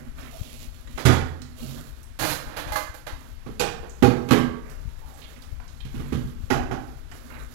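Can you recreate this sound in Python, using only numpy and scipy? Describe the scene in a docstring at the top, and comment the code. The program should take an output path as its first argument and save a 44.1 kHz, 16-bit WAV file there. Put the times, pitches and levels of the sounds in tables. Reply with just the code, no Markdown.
"""Water from a thin hose splashes over a plastic bowl and drums on a steel sink in a small, bare kitchen.
The bowl knocks on the sink and is pushed into a wire rack; a metal lid is lifted, dropped and rinsed.
Each knock makes a thing clatter and ring; the water is made of drops, bubbles and noise.
A finger covers the left microphone, so that side has only muffled thuds and the rumble of the hand."""
import sys
import numpy as np
from scipy import signal
from scipy.fft import rfft, irfft
from scipy.io import wavfile
from scipy.ndimage import uniform_filter1d, minimum_filter1d

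SR = 44100
rng = np.random.default_rng(int(sys.argv[2]) if len(sys.argv) > 2 else 0)


def generate_wav(signal):
    """Clip the signal to [-1, 1] and save it as 16-bit WAV at the path in sys.argv[1]."""
    frames = np.transpose(np.atleast_2d(signal))
    scaled = np.clip(frames, -1, 1) * 32767
    pcm = np.round(scaled).astype(np.int16)
    wavfile.write(sys.argv[1], SR, pcm)


N = 332514
TIME = np.arange(N) / SR

# Levels are relative. A "fade" is the time a sound takes to drop by 60 dB.
# Knocks: t/s, level/dB, extra bass/dB, extra treble/dB, ring over clatter/dB, rattle time/s
SINK_KNOCKS = [(3.461, -40, -4, -10.5, -1, 0.03), (4.023, -16.5, 7, 1.5, 1, 0.0028),
               (4.286, -35, 3, 8.5, 2, .012), (4.308, -16, -4, -1.5, 1.5, 0.0024),
               (5.848, -41.5, 31, 19, -37, 0.011), (5.943, -36.5, 22.5, 5.5, 0.5, 0.012),
               (5.995, -38, 15, 1, -14, 0.0096), (6.123, -26.5, 19, 4.5, -1.5, 0.0022)]  # on the steel sink
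RIM_KNOCKS = [(4.025, -19, -3, -33, 10, 0.0035), (6.501, -27, -3, 10, -16, 0.00042),
              (6.507, -25.5, 0, -9, 3, 0.005), (6.710, -31.5, -0.5, 1, -10, 0.0018)]  # the lid's rim on the sink
BOWL_KNOCKS = [(.976, -37, -11, 3, -12, 0.016), (1.052, -18.5, 8, 11.5, 1, 0.0029),
               (1.087, -19, 1.5, -4.5, 3.5, 0.0057), (1.124, -28, 5, 9, 4, 0.0087)]  # the bowl on the sink
RACK_KNOCKS = [(2.189, -33, 8, 5.5, -32, 0.02), (2.210, -36.5, 15, 0, -24, 0.0053),
               (2.224, -30, 12, 2, -4.5, 0.0073), (2.250, -34, 8.5, 1, -16, 0.0083),
               (2.272, -36, 3, 9, -29, 0.0026), (2.298, -35, -11, 4.5, -26, 0.0065),
               (2.326, -42, -6, 11, -17, 0.0022), (2.47, -45, 3, -15, -7, 0.088),
               (2.563, -36, 3.5, -4, -26, 0.018), (2.670, -43.5, -2, -7, -13, 0.019),
               (2.720, -36, 7, 10, 2, 0.0019), (2.756, -30.5, -2, 5, 3.5, 0.0012),
               (2.940, -49, 15, 11, -2.5, 0.0043), (3.066, -40.5, 1.5, -6, -6.5, 0.0051)]  # the bowl settling in the rack
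LID_KNOCKS = [(3.596, -26, 2.5, 8.5, -3, 0.0013), (3.828, -47.5, -4, -20, -28, 0.005),
              (4.026, -24.5, 15, -19, 3, 0.0036)]  # the lid lifted and dropped
# The tone of each thing's short clatter: f/Hz, level/dB
SINK_CLATTER = [(50, -27.5), (82, -7), (100, -21.5), (132, 0), (175, -10.5), (245, -4), (320, -14.5),
                (470, -9.5), (580, -23), (1150, -20), (1800, -24.5), (2900, -27), (4200, -33.5),
                (7000, -38.5), (8600, -46.5), (11600, -39), (16000, -57)]
RIM_CLATTER = [(50, -52), (90, -4.5), (135, 0), (178, -22.5), (245, 0), (330, -11.5), (400, -10),
               (540, -17), (800, -7), (950, -19.5), (1400, -17.5), (2200, -26), (4000, -37.5), (6800, -40),
               (8600, -54), (11600, -46), (16000, -72)]
BOWL_CLATTER = [(45, -29), (75, -3), (98, -9), (128, 2.5), (190, -10), (245, -5.5), (300, -6.5), (372, -7),
                (470, -8.5), (1200, -15), (2100, -17), (2700, -22.5), (4400, -26.5), (7200, -34),
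                (8600, -40.5), (11600, -37), (16000, -54)]
RACK_CLATTER = [(60, -29), (135, -6.5), (240, -22.5), (302, -4), (406, -19), (480, -6), (850, -8.5),
                (1100, -9), (1500, -8), (2200, -13.5), (4200, -15), (5200, -20), (7300, -21.5),
                (8500, -27.5), (11800, -18.5), (14000, -27.5), (16000, -34)]
LID_CLATTER = [(59, -29), (100, -6), (283, -12), (481, -0.5), (570, -12), (818, -7.5), (872, -12),
               (1550, -14.5), (2080, -22), (2520, -17), (2930, -20.5), (6990, -31), (16000, -49)]
# The notes that ring on after a knock: f/Hz, level/dB, fade/s
SINK_NOTES = [(121.1, 4, 0.46), (140, -3, 0.29), (178.2, -15, 0.81), (241.8, 6, 0.71), (275, 3.5, 0.43),
              (332, 1.5, 0.54), (347, -11, 0.15), (417, -2.5, 0.65), (498, -14, 0.19), (561, -10, 0.64),
              (807, -5, 0.43), (927, -20, 0.95), (1138, -2.5, 0.14), (1130, -16, 0.89), (1205, -12.5, 0.58),
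              (1297, -8.5, 0.2), (1592, -11.5, 0.69), (2074, -16, 0.64), (2530, -11, 0.27),
              (2850, -33, 0.23)]
RIM_NOTES = [(126, -24, 0.25), (261, 5.5, 0.27), (371.5, -2.5, 0.67), (381.3, 3.5, 0.21), (626, -32, 0.22),
             (653, -16, 0.98), (803, 1.5, 0.31), (843, -5, 0.43), (1102, -8.5, 0.44), (1424, -1.5, 0.21),
             (1583, -14, 0.18), (1926, 1, 0.13), (3290, -9, 0.2)]
BOWL_NOTES = [(82.8, -7.5, 0.95), (124.8, 6.5, 0.24), (144, -13, 1), (247.2, 0.5, 0.43), (359, -10, 0.35),
              (382, -3, 0.48), (674, -7.5, 0.28), (1231, -5.5, 0.28), (1430, -10, 0.3), (1520, -7.5, 0.18),
              (2120, -19, .3)]
RACK_NOTES = [(523, 1, 0.38), (619.6, 9.5, 0.32), (834, 12, 0.27), (1023, 4, 0.36), (1240, 2, 0.48),
              (1560, 0, 0.6), (1694, -5, 0.19), (1640, 4.5, 0.21), (2058, 6.5, 0.47), (3380, -26, 0.25),
              (4300, -22, 0.24)]
LID_NOTES = [(486, 0, 0.6), (817, -2, 0.53), (1510, -7, 0.29), (2490, -4.5, 0.36), (2670, -1, 0.072),
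             (3280, -18, 0.27), (3730, -11.5, 0.38), (4183, -10, 0.19), (4680, 0.5, 0.049),
             (5870, -13, 0.24), (6470, -12, 0.19), (7150, -1.5, 0.06), (10600, -13, 0.13),
             (11700, -12, 0.17)]
# Rack wires plucked by the bowl: t/s, level/dB, f/Hz, fade/s
WIRE_PINGS = [(2.318, -39, 5100, 0.15), (2.326, -31, 4115, 0.1), (2.719, -27.5, 836, 0.13),
              (2.727, -43, 4420, 0.25), (2.758, -25.5, 1697, 0.074), (2.759, -23, 1137, 0.058)]

# The tone of splashing water: f/Hz, level/dB
WATER_TONE = [(150, -10), (250, 2.5), (400, 2), (650, 2.5), (900, -4), (1400, 4.5), (2200, 4), (3500, -2),
              (5500, -10), (7400, -10), (8600, -18), (11700, -10), (14000, -19), (16000, -19)]
# The notes of the sink floor under the stream: f/Hz, half width/Hz, level/dB
FLOOR_NOTES = [(89, 4.4, -11.5), (137, 7.8, -2.5), (243.6, 11.8, -2), (274, 23, -14), (377, 23, -20)]
# Water falling straight on the sink floor: t/s, length/s, level/dB
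FLOOR_POURS = [(-0.06, 0.097, -40), (0.103, 0.54, -51), (0.871, 0.16, -43.5), (1.35, 0.077, -44.5),
               (1.592, 0.063, -36), (1.72, 0.069, -46), (5.338, 0.11, -51.5), (7.11, 0.35, -54.5)]
# Water breaking up on the bowl, a hand or the lid: t/s, length/s, level/dB, extra spray/dB
SPLASHES = [(-0.06, 0.073, -49, -8), (0.137, 0.27, -53, -4), (0.295, 0.34, -54.5, 6.5),
            (0.891, 0.11, -51, 4.5), (1.55, 0.15, -49, 2.5), (1.743, 0.043, -47, -2),
            (4.62, 0.11, -52, -12), (4.95, 0.5, -58, -2.5), (5.913, 0.49, -59.5, 2),
            (7.11, 0.96, -53, -1.5), (7.284, 0.093, -47, -23)]
# Single gurgles, and a faint ring of the lid at 5 s:
# t/s, level/dB, middle f/Hz, pitch spread/octaves, half length/s
GURGLES_AND_RING = [(0.184, -51.5, 1940, 0.88, 0.05), (0.325, -51, 646, 0.01, 0.013),
                    (0.874, -56.5, 1720, 1.03, 0.003), (1.418, -52.5, 4350, 0.64, 0.0045),
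                    (2.03, -61, 9500, 0.39, 0.0078), (3.895, -56.5, 6760, 0.11, 0.0079),
                    (4.698, -59, 6000, 0.67, 0.011), (4.876, -64, 1470, 1.2, 0.0088),
                    (5.016, -56, 827, 0.06, 0.073), (5.14, -64.5, 7700, 0.19, 0.0081),
                    (5.218, -52, 3230, 0.24, 0.021), (5.33, -65, 3460, 0.5, 0.008),
                    (5.363, -58.5, 1720, 0.9, 0.0052), (5.421, -57.5, 5850, 1.15, .01),
                    (5.6, -54, 1040, 0.69, 0.0019), (5.679, -60.5, 4900, 0.47, 0.012),
                    (5.804, -53.5, 3100, 0.146, 0.005), (5.839, -64, 2350, 0.17, 0.018),
                    (5.94, -54, 1610, 0.33, 0.1), (7.115, -52, 1850, 1.1, .005),
                    (7.304, -49.5, 1710, 0.62, 0.056)]

# The tone of the hand's rumble: f/Hz, level/dB
RUMBLE_TONE = [(8, -30.5), (20, 4), (35, 1), (60, 2), (100, -13.5), (150, -17), (250, -49), (500, -57),
               (1000, -62.5), (3000, -68.5), (10000, -82)]
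# The finger shifting on the microphone: t/s, peak/dB, time from middle to peak/s
FINGER_BUMPS = [(0.1, -29.5, 0.007), (0.4154, -18.5, 0.0022), (0.953, -24.5, .005), (2.478, -27, 0.0053),
                (2.67, -24.5, 0.0021), (2.716, -23, 0.0037), (2.901, -27.5, 0.0035), (3.135, -22.5, 0.0032),
                (4.857, -24, 0.002), (4.878, -23, 0.0029), (5.53, -24.5, 0.0031), (6.251, -27, 0.0042),
                (6.406, -29.5, 0.0013), (6.442, -21.5, 0.0025)]
# What gets through the finger: f/Hz, gain/dB
THROUGH_FINGER = [(30, -24), (70, -2), (125, -19.5), (240, -21.5), (480, -26.5), (820, -33.5), (1500, -41),
                  (3000, -47), (6000, -52), (12000, -99)]
# The tone of the room's background hiss: f/Hz, level/dB
HISS_TONE = [(30, -16.5), (85, 5.5), (130, -5.5), (180, -7), (245, -8), (330, -15), (700, -16.5),
             (1500, -14), (3000, -19), (7400, -26.5), (8600, -31.5), (11700, -26), (16000, -43)]
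# How long the room echoes: f/Hz, fade/s
ROOM_FADE = [(60, 0.12), (250, 0.9), (500, 0.53), (1500, 0.65), (3000, 0.48), (6000, 0.43), (12000, 0.34),
             (16000, 0.36)]


def dishes():
    """The sink, lid, bowl and rack each answer a knock with their own clatter and notes."""
    return (knocks(SINK_KNOCKS, SINK_CLATTER, SINK_NOTES, bass_hz=246, treble_hz=1170, early_db=6.5)
            + knocks(RIM_KNOCKS, RIM_CLATTER, RIM_NOTES, bass_hz=260, treble_hz=2230, early_db=4.5)
            + knocks(BOWL_KNOCKS, BOWL_CLATTER, BOWL_NOTES, bass_hz=217, treble_hz=2420, early_db=5.5)
            + knocks(RACK_KNOCKS, RACK_CLATTER, RACK_NOTES, bass_hz=395, treble_hz=4340, early_db=4)
            + knocks(LID_KNOCKS, LID_CLATTER, LID_NOTES, bass_hz=300, treble_hz=3880, early_db=1.5))


def knocks(rows, tone, notes, bass_hz, treble_hz, early_db):
    """A hit and a brief rattle shake a thing: it clatters into the room and a few notes ring on."""
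    out, t = np.zeros(N), np.arange(SR) / SR
    onset = slice(SR // 10)
    grid_hz = np.linspace(0, SR / 2, 500)
    overtones_db = rng.uniform(-4.5, 4.5, len(grid_hz))
    swell = 1 - .75 * np.exp(-t / .002)  # the sound builds up over the first echoes
    for start, db, bass_db, treble_db, ring_db, rattle_s in rows:
        tilt_db = lambda hz: bass_db * below(hz, bass_hz) + treble_db * (1 - below(hz, treble_hz))
        # each spot that is hit brings out other overtones
        spot_db = (overtones_db + rng.uniform(-4.5, 4.5, len(grid_hz))) * (1 - below(grid_hz, 1500))
        contacts = rng.standard_normal(SR) * (rng.random(SR) < 900 / SR) * np.exp(-t / rattle_s)
        contacts[0] += 1.3  # the first hit
        echo = room(direct=0) * gain_of(early_db * np.exp(-t / 0.023))  # near walls answer loudest
        burst = flattened(signal.fftconvolve(contacts, echo)[:SR])
        burst *= np.clip(3 * (1 - t), 0, 1) ** 2
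        clatter = filtered(burst, lambda hz: read(tone, hz) + tilt_db(hz) + np.interp(hz, grid_hz, spot_db))
        ring = sum(gain_of(note_db + tilt_db(hz) - 60 * t / fade_s) * sine(hz, t)
                   for hz, note_db, fade_s in notes)
        ring_gain = gain_of(ring_db)
        knock = clatter / clatter[onset].std() + ring_gain * ring / ring[onset].std()
        add(out, start, gain_of(db) * swell * knock / np.hypot(1, ring_gain))
    return out


def wires():
    """A rack wire slips off the bowl's rim and pings at its own pitch."""
    out, t = np.zeros(N), np.arange(SR // 2) / SR
    for start, db, hz, fade_s in WIRE_PINGS:
        add(out, start, gain_of(db - 60 * t / fade_s) * np.sin(2 * np.pi * hz * t))
    return out + 0.5 * signal.oaconvolve(out, room(direct=0))[:N]


def stream(spray_hz=2800):
    """The stream breaks into drops and bubbles (low splatter, high spray) and drums on the sink floor."""
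    drum, splatter, spray = flow()
    fizz = sum(signal.oaconvolve(drops(per_s=55, spread_db=4), bubble(hz, rng.uniform(1.5, 7)))[:N]
               for hz in np.geomspace(500, 14000, 36))
    patter = unit_level(flattened(fizz, size=2500))
    patter += gain_of(-0.5) * unit_level(drops(per_s=700, spread_db=6.4))
    water = unit_level(signal.oaconvolve(patter, room(direct=1))[:N])
    water += gain_of(-3) * rng.standard_normal(N)  # smooth hiss
    low = filtered(water, lambda hz: read(WATER_TONE, hz) + 20 * np.log10(below(hz, spray_hz) + 1e-6))
    high = filtered(water, lambda hz: read(WATER_TONE, hz) + 20 * np.log10(1 - below(hz, spray_hz) + 1e-6))
    floor_power = lambda hz: sum((gain_of(db) * below(hz - f, width)) ** 2 for f, width, db in FLOOR_NOTES)
    floor = noise(lambda hz: 10 * np.log10(floor_power(hz) + 1e-9), size=16384)
    return splatter * unit_level(low) + spray * unit_level(high) + gain_of(-1) * drum * floor


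def flow(sputter_db=2.9):
    """How strong drumming, splatter and spray are: gushes join a trickle, and the hose sputters."""
    drum, splatter, spray = gain_of([-60, -61, -62])  # the trickle that never stops
    for start, length, db in FLOOR_POURS:
        drum = np.hypot(drum, gain_of(db) * gush(start, length))
    for start, length, db, spray_db in SPLASHES:
        splash = gain_of(db) * gush(start, length)
        splatter = np.hypot(splatter, splash)
        spray = np.hypot(spray, gain_of(spray_db) * splash)
    sputter = gain_of(sputter_db * wander(top_hz=11))
    return drum * sputter, splatter * sputter, spray * sputter


def gush(start, length, rise_s=0.042, run_off_db_per_s=91):
    """One gush swells quickly, holds, and dies away as the water runs off."""
    age = TIME - start
    return np.clip(age / rise_s, 0, 1) * gain_of(-run_off_db_per_s * np.maximum(age - length, 0))


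def drops(per_s, spread_db):
    """Drops land at random times, most of them small, a few large."""
    lands = rng.random(N) < per_s / SR
    sizes = gain_of(spread_db * np.minimum(rng.exponential(1, N), 4))
    return lands * sizes * rng.choice([-1, 1], N)


def bubble(hz, cycles, rise=0.054):
    """A trapped bubble rings briefly, rising in pitch as it nears the surface."""
    turns = np.arange(int(5 * cycles * SR / hz) + 2) * hz / SR
    phase = 2 * np.pi * turns * (1 + rise * turns / cycles / 5)
    return np.exp(-turns / cycles) * np.sin(phase) * np.sqrt(hz / cycles)


def gurgles_and_ring(count=40, sag_octaves=0.19):
    """Bunches of short pings, sinking in pitch, make the gurgles and one faint ring of the lid."""
    out = np.zeros(N)
    for start, db, middle_hz, octaves, half_s in GURGLES_AND_RING:
        bunch = np.zeros(SR // 4)
        for late, scatter in zip(np.linspace(0, 1, count) ** 2, rng.standard_normal(count)):
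            hz = np.clip(middle_hz * 2 ** (octaves * scatter + sag_octaves * (.5 - late)), 300, 15000)
            add(bunch, late * 2 * half_s, rng.choice([-1, 1]) * bubble(hz, cycles=5))
        echoed = signal.fftconvolve(bunch, room(direct=0.97))
        add(out, start, gain_of(db) * echoed / echoed[:SR // 10].std())
    return out


def finger(walk_start_s=5.21, walk_db=3, tremble_db=2.5):
    """The finger rumbles as its pressure wanders, more so when walking, and bumps when it shifts."""
    rumble = noise(lambda hz: read(RUMBLE_TONE, hz), size=16384)
    walking = np.clip((TIME - walk_start_s) / 0.082, 0, 1)
    out = rumble * gain_of(-38.5 + walk_db * walking + tremble_db * wander(top_hz=4.6))
    for middle, db, width_s in FINGER_BUMPS:
        offset = (TIME - middle) / width_s
        out += gain_of(db) * offset * np.exp((1 - offset ** 2) / 2)  # one pull, one push
    return out


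def room_hiss():
    """The room's soft, steady background hiss."""
    return gain_of(-56) * noise(lambda hz: read(HISS_TONE, hz))


def room(direct):
    """A click in the room: the direct sound, then echoes off bare plaster that crowd together."""
    density = np.minimum(.05 + 6 * np.arange(SR) / SR, 1)
    echoes = rng.standard_normal(SR) * (rng.random(SR) < density) / np.sqrt(density)
    hz, t, bands = signal.stft(echoes, SR, nperseg=256)
    fade = gain_of(-60 * t / read(ROOM_FADE, hz)[:, None])
    tail = signal.istft(bands * fade, SR, nperseg=256)[1][:SR]
    tail /= np.linalg.norm(tail)
    tail[0] += direct
    return tail


def wander(top_hz):
    """A slow, random drift made of waves no faster than top_hz."""
    t = TIME[::100]
    drift = sum(sine(hz, t) for hz in top_hz * np.geomspace(.1, 1, 24))
    return unit_level(np.interp(TIME, t, drift))


def sine(hz, t):
    """A pure wave that starts at a random point in its cycle."""
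    return np.sin(2 * np.pi * (hz * t + rng.random()))


def noise(db_at, size=4096):
    """Steady noise with the tone db_at(hz)."""
    return unit_level(filtered(rng.standard_normal(N), db_at, size))


def filtered(x, db_at, size=4096):
    """Turns each frequency up or down by db_at(hz), with no sound ahead of a hit."""
    hz = abs(np.fft.fftfreq(size, 1 / SR))
    log_gain = np.log(gain_of(np.maximum(db_at(hz), -110)))
    taps = np.fft.ifft(np.exp(np.conj(signal.hilbert(log_gain)))).real
    return signal.oaconvolve(x, taps[:size // 2])[:len(x)]


def flattened(x, size=60):
    """Makes low and high bands equally strong, keeping their fine ripple."""
    spectrum = rfft(x)
    return irfft(spectrum / np.sqrt(uniform_filter1d(abs(spectrum) ** 2, size) + 1e-12), len(x))


def below(hz, corner_hz):
    """Slides from 1 for low frequencies to 0 for high ones."""
    return 1 / (1 + (hz / corner_hz) ** 2)


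def read(table, hz):
    """Reads between a table's rows on a log-frequency scale."""
    f, value = np.transpose(table)
    return np.interp(np.log(hz + 1), np.log(f + 1), value)


def gain_of(db):
    """Turns decibels into a multiplier."""
    return 10 ** (np.asarray(db) / 20)


def unit_level(x):
    """Scales a sound to an average (rms) level of 1."""
    return x / np.sqrt(np.mean(x ** 2) + 1e-20)


def add(mix, start_s, sound):
    """Mixes a sound in at start_s."""
    part = mix[max(round(start_s * SR), 0):][:len(sound)]
    part += sound[:len(part)]


def scene():
    """The right side hears the kitchen openly; the left hears it through the finger."""
    kitchen = dishes() + wires() + stream() + gain_of(-0.5) * gurgles_and_ring() + room_hiss()
    kitchen *= gain_of(5.5)
    muffled = filtered(kitchen, lambda hz: read(THROUGH_FINGER, hz))
    return np.array([muffled + finger(), kitchen])


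def record(dry, top_hz=15950):
    """Briefly turns down any peak above full scale, then cuts the highest treble."""
    allowed = np.minimum(1, 1 / (abs(dry).max(0) + 1e-9))
    limited = dry * uniform_filter1d(minimum_filter1d(allowed, 200), 200)
    low_pass = signal.firwin(511, top_hz, window=("kaiser", 9), fs=SR)
    return signal.oaconvolve(limited, low_pass[None], "same")


dry = scene()
out = record(dry)
generate_wav(out)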